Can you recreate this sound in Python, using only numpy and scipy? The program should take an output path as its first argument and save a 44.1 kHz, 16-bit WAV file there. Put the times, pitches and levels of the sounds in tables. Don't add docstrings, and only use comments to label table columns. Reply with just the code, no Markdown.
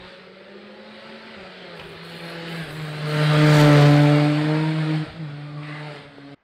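import sys
import numpy as np
from scipy import signal
from scipy.fft import rfft, irfft, next_fast_len
from scipy.io import wavfile
from scipy.ndimage import uniform_filter1d, map_coordinates

SR = 44100
rng = np.random.default_rng(int(sys.argv[2]) if len(sys.argv) > 2 else 0)


def to_wav(s):
    ch = np.atleast_2d(s).T
    pcm = np.round(np.clip(ch, -1, 1) * 32767)
    wavfile.write(sys.argv[1], SR, pcm.astype(np.int16))


N = 283563
TIME = np.arange(N) / SR
PASS_S, END_S = 3.697, 6.349


def amp(db):
    return 10 ** (np.asarray(db) / 20)


def unit(x):
    return x / np.sqrt(np.mean(x ** 2) + 1e-20)


def along(points, hz):
    f, v = np.transpose(points)
    return np.interp(np.log(hz + 1), np.log(f + 1), v)


def curves(rows):
    s, *cols = np.transpose(rows)
    return [np.interp(TIME, s, c) for c in cols]


def wobble(rate):
    steps = np.arange(0, N + 64, 32)
    knots = rng.standard_normal(int(N * rate / SR) + 8)
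    return np.interp(np.arange(N), steps, map_coordinates(knots, [steps * rate / SR]))


def filtered(x, response):
    m = next_fast_len(N + SR // 4)
    spectrum = rfft(x, m) * response(np.fft.rfftfreq(m, 1 / SR))
    return irfft(spectrum, m)[:N]


def coloured(x, spectrum):
    return filtered(x, lambda hz: amp(along(spectrum, hz)))


def rush(spectrum, patchy_db):
    z = signal.stft(rng.standard_normal(N), nperseg=1024)[2]
    field = uniform_filter1d(rng.standard_normal(z.shape), size=4, axis=0)
    field = uniform_filter1d(field, size=9, axis=1)
    patchy = signal.istft(z * amp(patchy_db * unit(field)), nperseg=1024)[1][:N]
    return unit(coloured(patchy, spectrum))


def nearness(width):
    return 1 / (1 + ((TIME - PASS_S) / width) ** 2)


DISTANCE_M, SPEED_M_PER_S = 6.34, 24.85


def path():
    ahead_m = SPEED_M_PER_S * (PASS_S - TIME)
    distance_db = 20 * np.log10(DISTANCE_M / np.hypot(DISTANCE_M, ahead_m))
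    return distance_db, np.degrees(np.arctan2(DISTANCE_M, ahead_m))


def facing_away():
    return np.clip(.5 + (TIME - PASS_S) / .5, 0, 1)


ECHO_DB, ECHO_GROWS = -9, 0.51


def echo_share():
    return amp(ECHO_DB - ECHO_GROWS * path()[0])


def still_air():
    spectrum = [(40, -3), (450, 0), (2000, -5), (4500, -23), (6000, -34), (15000, -42)]  # (Hz, dB)
    return amp(-65.0) * rush(spectrum, patchy_db=2)


# time in seconds, firing rate in Hz.
FIRING_RATE = [(0, 181.4), (.25, 186.5), (.75, 211.1), (1.08, 219.9), (1.33, 223.4), (1.42, 186.9),
               (1.62, 182.5), (1.83, 160), (2.1, 168.5), (2.59, 166.5), (2.68, 146.6), (2.78, 157.6),
               (2.9, 150.7), (3.46, 151.3), (3.81, 145.3), (4.3, 148.6), (4.68, 157.5), (5.1, 153.8),
               (5.2, 165.8), (5.27, 145.2), (5.87, 150.8), (6, 140), (6.34, 140.7)]


def firing_phase(jitter):
    return 2 * np.pi * np.cumsum(curves(FIRING_RATE)[0] * (1 + jitter * wobble(70))) / SR


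# start in seconds, end in seconds, level of the thuds in dB, change of the exhaust note in dB.
LIFTS = [(0, .08, -49, -2.5), (1.36, 1.45, -55, 2.5), (1.78, 1.98, -52, -1), (2.62, 2.82, -45.5, -1.5),
         (5.05, 5.146, -41, -13)]
LIFT_EDGE_S = 0.021


def during(start, end):
    return np.clip(np.minimum(TIME - start, end - TIME) / LIFT_EDGE_S + .5, 0, 1)


def note_change():
    return amp(sum(change * during(start, end) for start, end, db, change in LIFTS))


# time in seconds, base level in dB.
FIRST_ORDER = [(0.0, -48), (0.09, -43), (0.12, -55), (0.62, -46), (1.66, -47.5), (2.31, -40), (2.61, -30.5),
               (2.66, -41), (2.84, -27.5), (2.87, -35), (3.26, -19), (3.83, -13), (4.34, -23), (4.64, -22),
               (5.02, -24), (5.08, -54), (5.2, -30), (5.89, -36), (6.08, -58), (6.33, -45.5)]
# time in seconds, base level in dB.
SECOND_ORDER = [(0.0, -69), (0.63, -46), (0.85, -79), (1.97, -59.5), (2.34, -42), (3.01, -45), (3.21, -30),
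                (3.26, -39), (3.44, -18.5), (3.52, -24.5), (3.7, -12.5), (3.81, -23), (3.91, -18),
                (5.04, -28), (5.09, -42.5), (5.87, -44), (6.03, -54), (6.33, -37)]


def exhaust_boom(phase):
    far = 1 - 0.73 * nearness(width=1.25)
    first = amp(curves(FIRST_ORDER)[0] + 3 + 2.4 * far * wobble(26)) * np.sin(phase)
    second = amp(curves(SECOND_ORDER)[0] + 2 + 2 * far * wobble(22)) * np.sin(2 * phase - .5)
    return (first + second) * note_change()


# time in seconds, base level in dB.
BARK_LEVEL = [(0.05, -44), (0.21, -48), (1.88, -41.5), (1.97, -52.5), (2.41, -37.5), (2.86, -44.5),
              (3.23, -23.5), (3.26, -35), (3.35, -25.5), (3.73, -17.5), (3.92, -22), (4.1, -22),
              (4.43, -32.5), (4.5, -26), (4.71, -34), (4.92, -35), (5.32, -51), (5.9, -37.5), (6.11, -58),
              (6.32, -45)]
# frequency in Hz, gain in dB.
FRONT_COLOUR = [(450, 2.5), (600, -2.5), (660, -24), (760, -11.5), (870, -2), (1070, -46), (1220, -2.5),
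                (1350, -6), (2400, -22)]
# frequency in Hz, gain in dB.
REAR_COLOUR = [(440, 0), (590, -2), (735, -4.5), (830, -17.5), (930, -1.5), (1030, -20), (1180, -30.5),
               (1360, -11), (1700, -35.5), (2200, -11.5), (2500, -11.5)]


def exhaust_bark(phase, rough, flutter_db, uneven_db):
    rear, firing_hz = facing_away(), curves(FIRING_RATE)[0]
    ragged = phase + rough * wobble(260)
    bark = np.zeros(N)
    for order in np.arange(3, 17):
        hz = order * firing_hz
        db = (1 - rear) * along(FRONT_COLOUR, hz) + rear * along(REAR_COLOUR, hz)
        bark += amp(db + flutter_db * wobble(18)) * np.sin(order * ragged)
        bark += amp(db / 2 + uneven_db) * wobble(25) * np.sin((order + .5) * phase)
    return amp(curves(BARK_LEVEL)[0] - 5 + 2.4 * nearness(width=0.4)) * bark * note_change()


def steady_orders(phase, level_db):
    tones = amp(1.3 * wobble(14)) * np.sin(4 * phase + np.pi / 3)
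    tones += amp(-8 + 1.5 * wobble(8.4)) * np.sin(3 * phase)
    tones += facing_away() * nearness(width=0.69) * amp(-10.5 + 1.5 * wobble(14)) * np.sin(5 * phase)
    return amp(curves(BARK_LEVEL)[0] + level_db) * nearness(width=0.75) * tones * note_change()


# frequency in Hz, level in dB per Hz.
AIRBOX = [(250, -48), (340, -1.5), (375, 8), (440, -2), (510, -10), (570, 2.5), (700, -43)]
INTAKE_DB, INTAKE_DB_PER_DEG = -25.5, -1.0


def intake(phase):
    crank = phase / 2
    growl = amp(2 + 2.5 * wobble(25)) * np.sin(5 * crank + wobble(30) / 2)
    drone = amp(2.5) * rush(AIRBOX, patchy_db=3.0)
    distance_db, angle_deg = path()
    return amp(INTAKE_DB + distance_db + INTAKE_DB_PER_DEG * angle_deg) * (growl + drone)


# time in seconds, effort in dB.
EFFORT = [(0, 0.5), (.07, 3.5), (.3, -4.5), (.78, -3.5), (1.07, 0.5), (1.78, -2.5), (1.95, -4), (2.2, -1),
          (2.56, 0.5), (2.72, -5.5), (3, -5), (3.2, 1), (4.05, -1.5), (4.97, 0), (5.17, -8.5), (5.55, -8.5),
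          (5.7, -2.5), (5.96, -0.5), (6.09, -9), (6.33, -7.5)]


def radiated(level_db, head_on_db, cone_deg, follows):
    distance_db, angle_deg = path()
    screened_db = head_on_db * np.exp(-(angle_deg / cone_deg) ** 2)
    return amp(level_db + distance_db + screened_db + follows * curves(EFFORT)[0])


def repeating(x, share):
    before = map_coordinates(x, [np.arange(N) - SR / curves(FIRING_RATE)[0]], order=3)
    return unit(x + share * before)


# frequency in Hz, level in dB per Hz.
ROAR = [(30, -35.5), (90, -10), (200, -1), (400, -2), (700, -1), (1000, -6.5), (1400, -3), (2000, -7),
        (3000, -33), (6000, -50)]
# frequency in Hz, level in dB per Hz.
RASP = [(600, -45), (1400, -1), (2000, 2), (2700, 0), (3500, -1), (4300, -2), (5000, -9.5), (5800, -26),
        (8000, -41), (11000, -68)]


def gas(phase, chop):
    puffs = unit(1 + chop * np.cos(phase - .8) + 0.059 * wobble(150))
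    roar = repeating(rush(ROAR, patchy_db=2), share=0.31)
    roar *= radiated(level_db=-21.5, head_on_db=-3.5, cone_deg=28, follows=0.87)
    rasp = repeating(rush(RASP, patchy_db=2.0), share=0.1)
    rasp *= radiated(level_db=-23.5, head_on_db=-1.0, cone_deg=9.3, follows=1.0)
    return (roar + rasp) * puffs


# frequency in Hz, level in dB per Hz.
HISS = [(3000, -4.5), (6000, -15), (8700, -0.5), (10000, -10), (12000, -9), (13000, -29), (15500, -38)]


def tyres():
    return radiated(level_db=-35, head_on_db=-7.5, cone_deg=12.6, follows=1.3) * rush(HISS, patchy_db=-2.5)


# frequency in Hz, level in dB per Hz.
RUMBLE = [(15, -27), (45, -9.5), (80, -5), (130, 4.5), (300, -7), (800, -53)]


def wake():
    level = radiated(level_db=-39.5, head_on_db=-4.5, cone_deg=22, follows=-0.61)
    return level * amp(8.3 * nearness(width=0.29)) * rush(RUMBLE, patchy_db=2.5)


# frequency in Hz, level in dB per Hz.
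THUD = [(15, -16), (45, -4), (80, 0), (130, -2), (300, -20), (800, -55), (4000, -90)]


def lift_thuds():
    flow = sum(amp(db) * during(start, end) for start, end, db, change in LIFTS)
    return flow * rush(THUD, patchy_db=0)


# frequency in Hz, level in dB per Hz.
WHOOSH = [(500, -33), (3000, -3.5), (5800, -3), (9000, 0.5), (12000, 0.5), (15500, -14)]
WHOOSH_DB, WHOOSH_WIDTH_S = -35.5, 0.53
PLUME_S, PLUME_DB, PLUME_RISE_S, PLUME_FALL_S = 3.6, -29, 0.055, 0.032


def whoosh(spiky_db):
    age = TIME - PLUME_S
    plume = amp(PLUME_DB) * np.exp(-np.maximum(-age / PLUME_RISE_S, age / PLUME_FALL_S))
    air = amp(WHOOSH_DB) * nearness(WHOOSH_WIDTH_S) ** 2
    return (plume + air) * unit(rush(WHOOSH, patchy_db=2.5) * amp(spiky_db * wobble(300)))


def slope(x, delay, echo_db):
    back = np.interp(TIME - delay, TIME, x, left=0) * echo_share() * amp(echo_db)
    return x + back * (1 - nearness(width=0.63)) * wobble(16)


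# frequency in Hz, time to fade by 60 dB in seconds.
FOREST_FADE = [(150, 1), (1000, 0.93), (5000, 0.16), (12000, .2)]


def forest(x):
    hz, t, z = signal.stft(rng.standard_normal(SR), SR, nperseg=256)
    fading = z * amp(-60 * t / along(FOREST_FADE, hz)[:, None])
    tail = signal.istft(fading, SR, nperseg=256)[1]
    tail /= np.sqrt(np.mean(np.abs(rfft(tail, SR)[100:3000]) ** 2))
    wet = echo_share()
    return (x + signal.fftconvolve(x * wet, tail)[:N]) / np.sqrt(1 + wet ** 2)


def bursts(rows, spectrum, t60):
    envelope = np.zeros(N)
    for s, db in rows:
        first = round(s * SR)
        age = TIME[:N - first]
        envelope[first:] += amp(db - 60 * age / t60) * (1 - np.exp(-60 * age / t60))
    return envelope * rush(spectrum, patchy_db=5.5)


# start in seconds, base level in dB.
CRACKS = [(1.41, -30), (1.465, -26), (1.775, -21.5), (1.796, -15), (1.812, -25), (2.609, -21),
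          (2.705, -21.5), (2.797, -23.5), (3.717, -13), (3.744, -8.5), (5.631, -26), (5.685, -24)]
# frequency in Hz, level in dB per Hz.
CRACK_COLOUR = [(150, -25), (700, -7), (1800, 3), (4300, -5), (5800, -25.5), (15000, -35)]


def cracks():
    return amp(-8) * bursts(CRACKS, CRACK_COLOUR, t60=0.024)


# start in seconds, end in seconds, pitch in Hz, base level in dB,
# waver as a share of the pitch.
SQUEALS = [(1.48, 1.702, 3132, -54, .006), (1.978, 2.569, 2860, -53, 0.00306),
           (1.98, 2.42, 4260, -53.5, 0.0072), (2.48, 2.66, 1680, -42, .048),
           (3.27, 3.42, 1220, -35, 0.0079), (5.463, 5.8, 1171, -48, 0.044),
           (5.64, 5.816, 1870, -43.5, 0.082), (5.61, 5.74, 2730, -49.5, .05)]


def squeals():
    out = np.zeros(N)
    for start, end, hz, db, waver in SQUEALS:
        progress = np.clip((TIME - start) / (end - start), 0, 1)
        swell = np.sqrt(np.abs(np.sin(np.pi * progress)))
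        pitch = hz * (1 + waver * wobble(120))
        out += amp(db + 5.5 + 2.3 * wobble(30)) * swell * np.sin(2 * np.pi * np.cumsum(pitch) / SR)
    return out


# start in seconds, start of the fade in seconds, level at the distance of the pass in dB.
SPURTS = [(1.74, 1.93, -38), (2.02, 2.3, -33), (2.46, 2.646, -32), (2.684, 2.74, -34), (2.793, 2.998, -44),
          (3.05, 3.25, -36)]
# frequency in Hz, level in dB per Hz.
SPRAY = [(6000, -21), (9000, 1.5), (12000, 2), (13000, -8), (15500, -11.5)]
SPURT_ATTACK_S, SPURT_RELEASE_S = .03, 0.079


def grit(spiky_db):
    flow = np.zeros(N)
    for start, end, db in SPURTS:
        attack = np.clip((TIME - start) / SPURT_ATTACK_S, 0, 1)
        flow += amp(db) * attack * np.exp(-np.maximum(TIME - end, 0) / SPURT_RELEASE_S)
    return flow * amp(path()[0]) * unit(rush(SPRAY, patchy_db=5.5) * amp(spiky_db * wobble(370)))


# start in seconds, base level in dB.
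FAR_POPS = [(6.183, -26)]
# frequency in Hz, level in dB per Hz.
POP_COLOUR = [(60, -25), (200, 2), (500, 9), (750, 1), (1200, -15), (4000, -41.5)]


def far_pops():
    return bursts(FAR_POPS, POP_COLOUR, t60=0.034)


def scene():
    phase = firing_phase(jitter=.002)
    boom = slope(exhaust_boom(phase), delay=0.19, echo_db=-8.5) * amp(3.5 * nearness(width=0.49))
    bark = exhaust_bark(phase, rough=0.044, flutter_db=3, uneven_db=-10)
    engine = boom + steady_orders(phase, level_db=0.5) + gas(phase, chop=0.084)
    scattered = forest(bark + intake(phase) + squeals() + cracks())
    thuds = lift_thuds() + far_pops()
    air_and_road = tyres() + wake() + whoosh(spiky_db=2.5) + grit(spiky_db=2)
    car = engine + scattered + thuds + air_and_road
    heard = np.clip((END_S - TIME) / 0.0052, 0, 1)
    return (car * heard + still_air())[None]


# frequency in Hz, gain in dB.
MICROPHONE = [(4500, -1.5), (5800, -1.5), (9000, -8), (10500, -15.5), (15000, -6.5)]
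TOP_HZ = 15720


def record(dry, ceiling=0.42, hardness=10.0):
    clipped = dry[0] / (1 + np.abs(dry[0] / ceiling) ** hardness) ** (1 / hardness)
    return filtered(coloured(clipped, MICROPHONE), lambda hz: hz < TOP_HZ)[None]


dry = scene()
out = record(dry)
to_wav(out)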